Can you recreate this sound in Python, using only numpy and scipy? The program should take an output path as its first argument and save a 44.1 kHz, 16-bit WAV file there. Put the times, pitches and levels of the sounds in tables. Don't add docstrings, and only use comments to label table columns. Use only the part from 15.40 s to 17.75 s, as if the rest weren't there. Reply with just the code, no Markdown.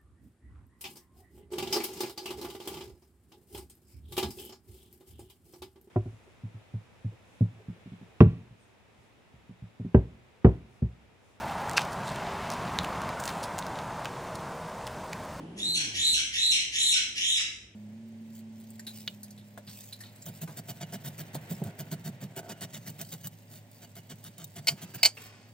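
import sys
import numpy as np
from scipy import signal
from scipy.fft import rfft, irfft, next_fast_len
from scipy.io import wavfile
from scipy.ndimage import map_coordinates

SR = 44100
rng = np.random.default_rng(int(sys.argv[2]) if len(sys.argv) > 2 else 0)


def wrap_up_sound(samples):
    columns = np.atleast_2d(samples).T
    tamed = np.clip(columns, -1, 1)
    steps = np.round(tamed * 32767).astype(np.int16)
    wavfile.write(sys.argv[1], SR, steps)


N = 103635

# frequency in Hz, relative level in dB.
RUMBLE_SPECTRUM = [(25, -54), (52, 3.5), (75, -0.5), (125, -18.5), (180, -3.5), (320, -7), (500, -15.5),
                   (1000, -29), (3000, -14), (8000, -81), (12000, -32)]
# frequency in Hz, level in dB.
HUM_TONES = [(54, -75.5), (101, -61.5), (162, -71.5)]
# frequency in Hz, left-right correlation.
COHERENCE = [(150, 0.9825), (350, 0.94), (700, 0.36), (3000, 0.11)]
# frequency in Hz, time to fall 60 dB in seconds.
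REVERB_T60 = [(500, 0.96), (2500, 0.5), (4000, 0.52), (7000, .5), (11000, 0.57)]
# frequency in Hz, gain in dB.
REVERB_GAIN = [(1000, 0.5), (3000, 5), (4200, -2), (5800, 6.5), (8000, -6.5), (11000, -9)]
# frequency in Hz, gain in dB.
MIC_RESPONSE = [(1000, -1), (8000, 3), (11000, 4), (11600, -1.5), (12300, -44)]
# time in seconds, pitch in Hz, tone level in dB, noise level in dB.
GROWL_CONTOUR = [(0, 155.2, -49.5, -42), (0.082, 162.8, -46.5, -46), (0.148, 200.6, -43.5, -46.5),
                 (0.218, 199.6, -49, -48), (0.292, 168.8, -47, -48), (0.409, 158.4, -48, -50),
                 (.48, 107.7, -50, -48.5), (0.602, 98.5, -47, -53.5), (0.661, 88.05, -67, -55),
                 (0.732, 70.7, -52, -52.5), (.9, 61.2, -56.5, -63), (1.551, 59.8, -72.5, -60.5),
                 (1.8, 60.3, -75, -61)]
# frequency in Hz, relative level in dB.
GROWL_SPECTRUM = [(60, -28), (150, -1.5), (310, 1.5), (500, -11), (800, -12), (1300, -22.5), (3000, -31.5),
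                  (10000, -45.5)]
# multiple of the throat resonance, half width in Hz, gain in dB.
THROAT_PEAKS = [(0.792, 310, 7), (1.048, 346, 9)]
# multiple of the top pitch, half width in Hz, gain in dB.
MOUTH_PEAKS = [(1.4, 800, 3), (1.948, 800, 2), (2.4, 1300, -8.5)]
# multiple of the pitch, half width in Hz, gain in dB.
SQUEAL_PEAKS = [(1, 261, 12.5), (1.95, 510, -3), (2.72, 560, -13.5)]
# frequency in Hz, relative level in dB.
HISS_SPECTRUM = [(700, -47), (1380, -48), (1750, 16.5), (2150, 17), (3200, 16.5), (4600, 14), (5600, 15.5),
                 (7500, 1), (9200, -37), (10700, -3), (12000, -34)]
# start, break and end in seconds, squeal, rasp and hiss gains in dB,
# first and top pitch in Hz, squeal width factor, overtone gain in dB, throat resonance in Hz,
# gain of the lowest resonance in dB.
CALLS = [(0.177, 0.33, 0.47, -23.5, -29, -47.5, 3290, 4150, 0.54, 2, 2980, 1.5),
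         (0.543, 0.717, 0.84, -25, -26, -36, 3060, 4094, 1.14, 6.5, 2950, 1),
         (0.932, 1.096, 1.219, -22, -25.5, -33, 3223, 4024, 0.98, 1.5, 2815, -27),
         (1.328, 1.497, 1.625, -24, -25, -33, 3150, 3938, 1.43, 7.5, 2855, 1),
         (1.762, 1.934, 2.053, -26, -28.5, -32.5, 2700, 3758, 1.5, 3.5, 2520, -6)]

TOP_HZ, RUMBLE_DB = 12800, -58.5
DIRECT_LAG_S, WALL_DELAY_S, WALL_LAG_S, WALL_DB = 0.00017, 0.0057, 0.000404, -7
GROWL_OVERTONE_DB, GROWL_JITTER, GROWL_RELEASE_S = -10, 0.0585, 0.091
RASP_ATTACK_S, RASP_RELEASE_S, RASP_FADE_DB_PER_S = 0.033, 0.19, 53.5
THROAT_SINK, MOUTH_SINK, SINK_S = 0.59, 0.22, 0.024
LOW_RATIO, LOW_WIDTH_HZ, LOW_DELAY_S = 0.54, 170, 0.036
LINGER_RATIO, LINGER_WIDTH_HZ, LINGER_DB = 1.03, 79, 16
SQUEAL_ATTACK_S, SQUEAL_RELEASE_S = 0.043, 0.065
SWELL_DB, SWELL_POWER, CLIMB_POWER = 17, 2.33, 1.77
HISS_PINCH_DB = 19
TREBLE_HZ, TREBLE_DULL_DB, TREBLE_OPEN_S = 3570, 5, 0.023
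FIZZ_DB, FIZZ_HZ, FIZZ_WIDTH_HZ = -46.5, 8650, 3630
NOTCH_RATIO, NOTCH_WIDTH_HZ, NOTCH_DB = 1.215, 312, 42


def amp(db):
    return 10 ** (np.asarray(db) / 20)


def unit_rms(x):
    return x / np.sqrt(np.mean(x ** 2) + 1e-20)


def log_interp(points, hz):
    knots_hz, values = np.transpose(points)
    return np.interp(np.log(hz + 1), np.log(knots_hz + 1), values)


def wobble(rate_hz):
    return map_coordinates(rng.standard_normal(4096), [np.arange(N) * rate_hz / SR], mode="wrap")


def filtered(x, response):
    size = next_fast_len(N + SR // 2)
    return irfft(rfft(x, size) * response(np.fft.rfftfreq(size, 1 / SR)), size)[..., :N]


def ramp(u):
    return np.sin(np.pi / 2 * np.clip(u, 0, 1)) ** 2


def resonance(hz, centre_hz, width_hz):
    return (1 + ((hz - centre_hz) / (2 * width_hz)) ** 2) ** -3


def diffuse_noise(spectrum):
    def mid_side_gain(hz):
        angle = np.arccos(np.clip(log_interp(COHERENCE, hz), -1, 1)) / 2
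        return amp(log_interp(spectrum, hz)) * [np.cos(angle), np.sin(angle)]
    mid, side = filtered(rng.standard_normal((2, N)), mid_side_gain)
    return unit_rms(np.array([mid + side, mid - side]))


def hum_and_rumble():
    t = np.arange(N) / SR
    hum = 0
    for hz, db in HUM_TONES:
        gain = amp(db + 0.5 * wobble(5.35))
        hum += gain * unit_rms(np.sin(2 * np.pi * hz * t + 0.86 * wobble(13)))
    return hum + amp(RUMBLE_DB) * diffuse_noise(RUMBLE_SPECTRUM)


def kitchen_reverb(x):
    hz, t, noise = signal.stft(rng.standard_normal((2, SR)), SR, nperseg=256)
    t60_s = log_interp(REVERB_T60, hz)[:, None]
    energy_norm = np.sqrt(2 * np.log(1000) / (t60_s * SR))
    tail = signal.istft(noise * 1000 ** (-t / t60_s) * energy_norm, SR, nperseg=256)[1]
    tail *= ramp(np.arange(tail.shape[1]) / SR / 0.0017)
    wet = signal.fftconvolve(x[None], tail, axes=1)[:, :N]
    return filtered(wet, lambda f: amp(log_interp(REVERB_GAIN, f)))


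def arrival(x, delay_s, lag_s):
    delays_s = delay_s + lag_s * np.array([[-0.5], [0.5]])
    return filtered(x, lambda hz: np.exp(-2j * np.pi * hz * delays_s))


def growl():
    times_s, *columns = np.transpose(GROWL_CONTOUR)
    t = np.arange(N) / SR
    hz, tone_db, noise_db = [np.interp(t, times_s, column) for column in columns]
    phase = 2 * np.pi * np.cumsum(hz * (1 + GROWL_JITTER * wobble(86.3))) / SR
    tone = np.sin(phase) + amp(GROWL_OVERTONE_DB) * np.sin(2 * phase)
    rough_tone = unit_rms(tone * amp(1.5 * wobble(43.3)))
    release = 1 - ramp((t - times_s[-1]) / GROWL_RELEASE_S)
    return release * (amp(tone_db) * rough_tone + amp(noise_db) * diffuse_noise(GROWL_SPECTRUM))


def turbulence(shape, flutter_db):
    air = rng.standard_normal(N) * amp(flutter_db * wobble(rate_hz=300))
    hz, t, frames = signal.stft(air, SR, nperseg=512)
    band = hz < TOP_HZ
    gain = np.zeros(frames.shape)
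    gain[band] = shape(hz[band, None], t)
    return signal.istft(frames * gain, SR, nperseg=512)[1][:N]


def cavity_notch(hz, top_hz, depth_db):
    return amp(-depth_db * np.exp(-((hz - NOTCH_RATIO * top_hz) / NOTCH_WIDTH_HZ) ** 2 / 2))


def rasp_shape(hz, t):
    gain = 0
    for _, break_s, end_s, _, rasp_db, _, _, top_hz, _, _, throat_hz, low_db in CALLS:
        age_s = np.maximum(t - break_s, 0)
        tension = np.exp(-age_s / SINK_S)
        gate = ramp(age_s / RASP_ATTACK_S) * (1 - ramp((t - end_s) / RASP_RELEASE_S + 0.5))
        envelope = gate * amp(rasp_db - RASP_FADE_DB_PER_S * age_s)
        peaks = [amp(db) * resonance(hz, throat_hz * ratio * (1 + THROAT_SINK * tension), width_hz)
                 for ratio, width_hz, db in THROAT_PEAKS]
        peaks += [amp(db) * resonance(hz, top_hz * ratio * (1 + MOUTH_SINK * tension), width_hz)
                  for ratio, width_hz, db in MOUTH_PEAKS]
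        low_gate = ramp((age_s - LOW_DELAY_S) / RASP_ATTACK_S)
        peaks.append(amp(low_db) * low_gate * resonance(hz, LOW_RATIO * throat_hz, LOW_WIDTH_HZ))
        peaks.append(amp(LINGER_DB) * resonance(hz, LINGER_RATIO * top_hz, LINGER_WIDTH_HZ))
        spectrum = np.sqrt(sum(peak ** 2 for peak in peaks))
        gain += envelope * cavity_notch(hz, top_hz, NOTCH_DB * tension) * spectrum
    return gain


def squeal_shape(hz, t):
    gain = 0
    for start_s, break_s, _, squeal_db, _, hiss_db, first_hz, top_hz, widen, overtone_db, _, _ in CALLS:
        slack = np.clip((break_s - t) / (break_s - start_s), 0, 1)
        attack = ramp((t - start_s) / SQUEAL_ATTACK_S + 0.5)
        release = 1 - ramp((t - break_s) / SQUEAL_RELEASE_S)
        pitch_hz = top_hz + (first_hz - top_hz) * slack ** CLIMB_POWER
        whistle = sum(amp(db + overtone_db * (k > 0)) * resonance(hz, ratio * pitch_hz, width_hz * widen)
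                      for k, (ratio, width_hz, db) in enumerate(SQUEAL_PEAKS))
        whistle *= amp(squeal_db - SWELL_DB * slack ** SWELL_POWER)
        age_s = np.maximum(t - start_s, 0)
        dull_db = TREBLE_DULL_DB * ramp(hz / TREBLE_HZ - 0.5) * np.exp(-age_s / TREBLE_OPEN_S)
        hiss = amp(hiss_db + log_interp(HISS_SPECTRUM, hz) - HISS_PINCH_DB * (1.5 - slack) - dull_db)
        fizz = amp(FIZZ_DB) * resonance(hz, FIZZ_HZ, FIZZ_WIDTH_HZ)
        notch = cavity_notch(hz, top_hz, NOTCH_DB * (1 - slack))
        gain += attack * release * notch * np.hypot(whistle, hiss + fizz)
    return gain


def raccoon():
    squeals = turbulence(squeal_shape, flutter_db=2)
    rasps = turbulence(rasp_shape, flutter_db=2.5)
    shake_db = 0.18 * wobble(rate_hz=70)
    return (squeals + rasps) * amp(shake_db)


def scene():
    voice = raccoon()
    direct = arrival(voice, 0, DIRECT_LAG_S)
    wall_echo = amp(WALL_DB) * arrival(voice, WALL_DELAY_S, WALL_LAG_S)
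    return direct + wall_echo + kitchen_reverb(voice) + growl() + hum_and_rumble()


def record(dry):
    return filtered(dry, lambda hz: amp(log_interp(MIC_RESPONSE, hz)) * (hz < TOP_HZ))


dry = scene()
out = record(dry)
wrap_up_sound(out)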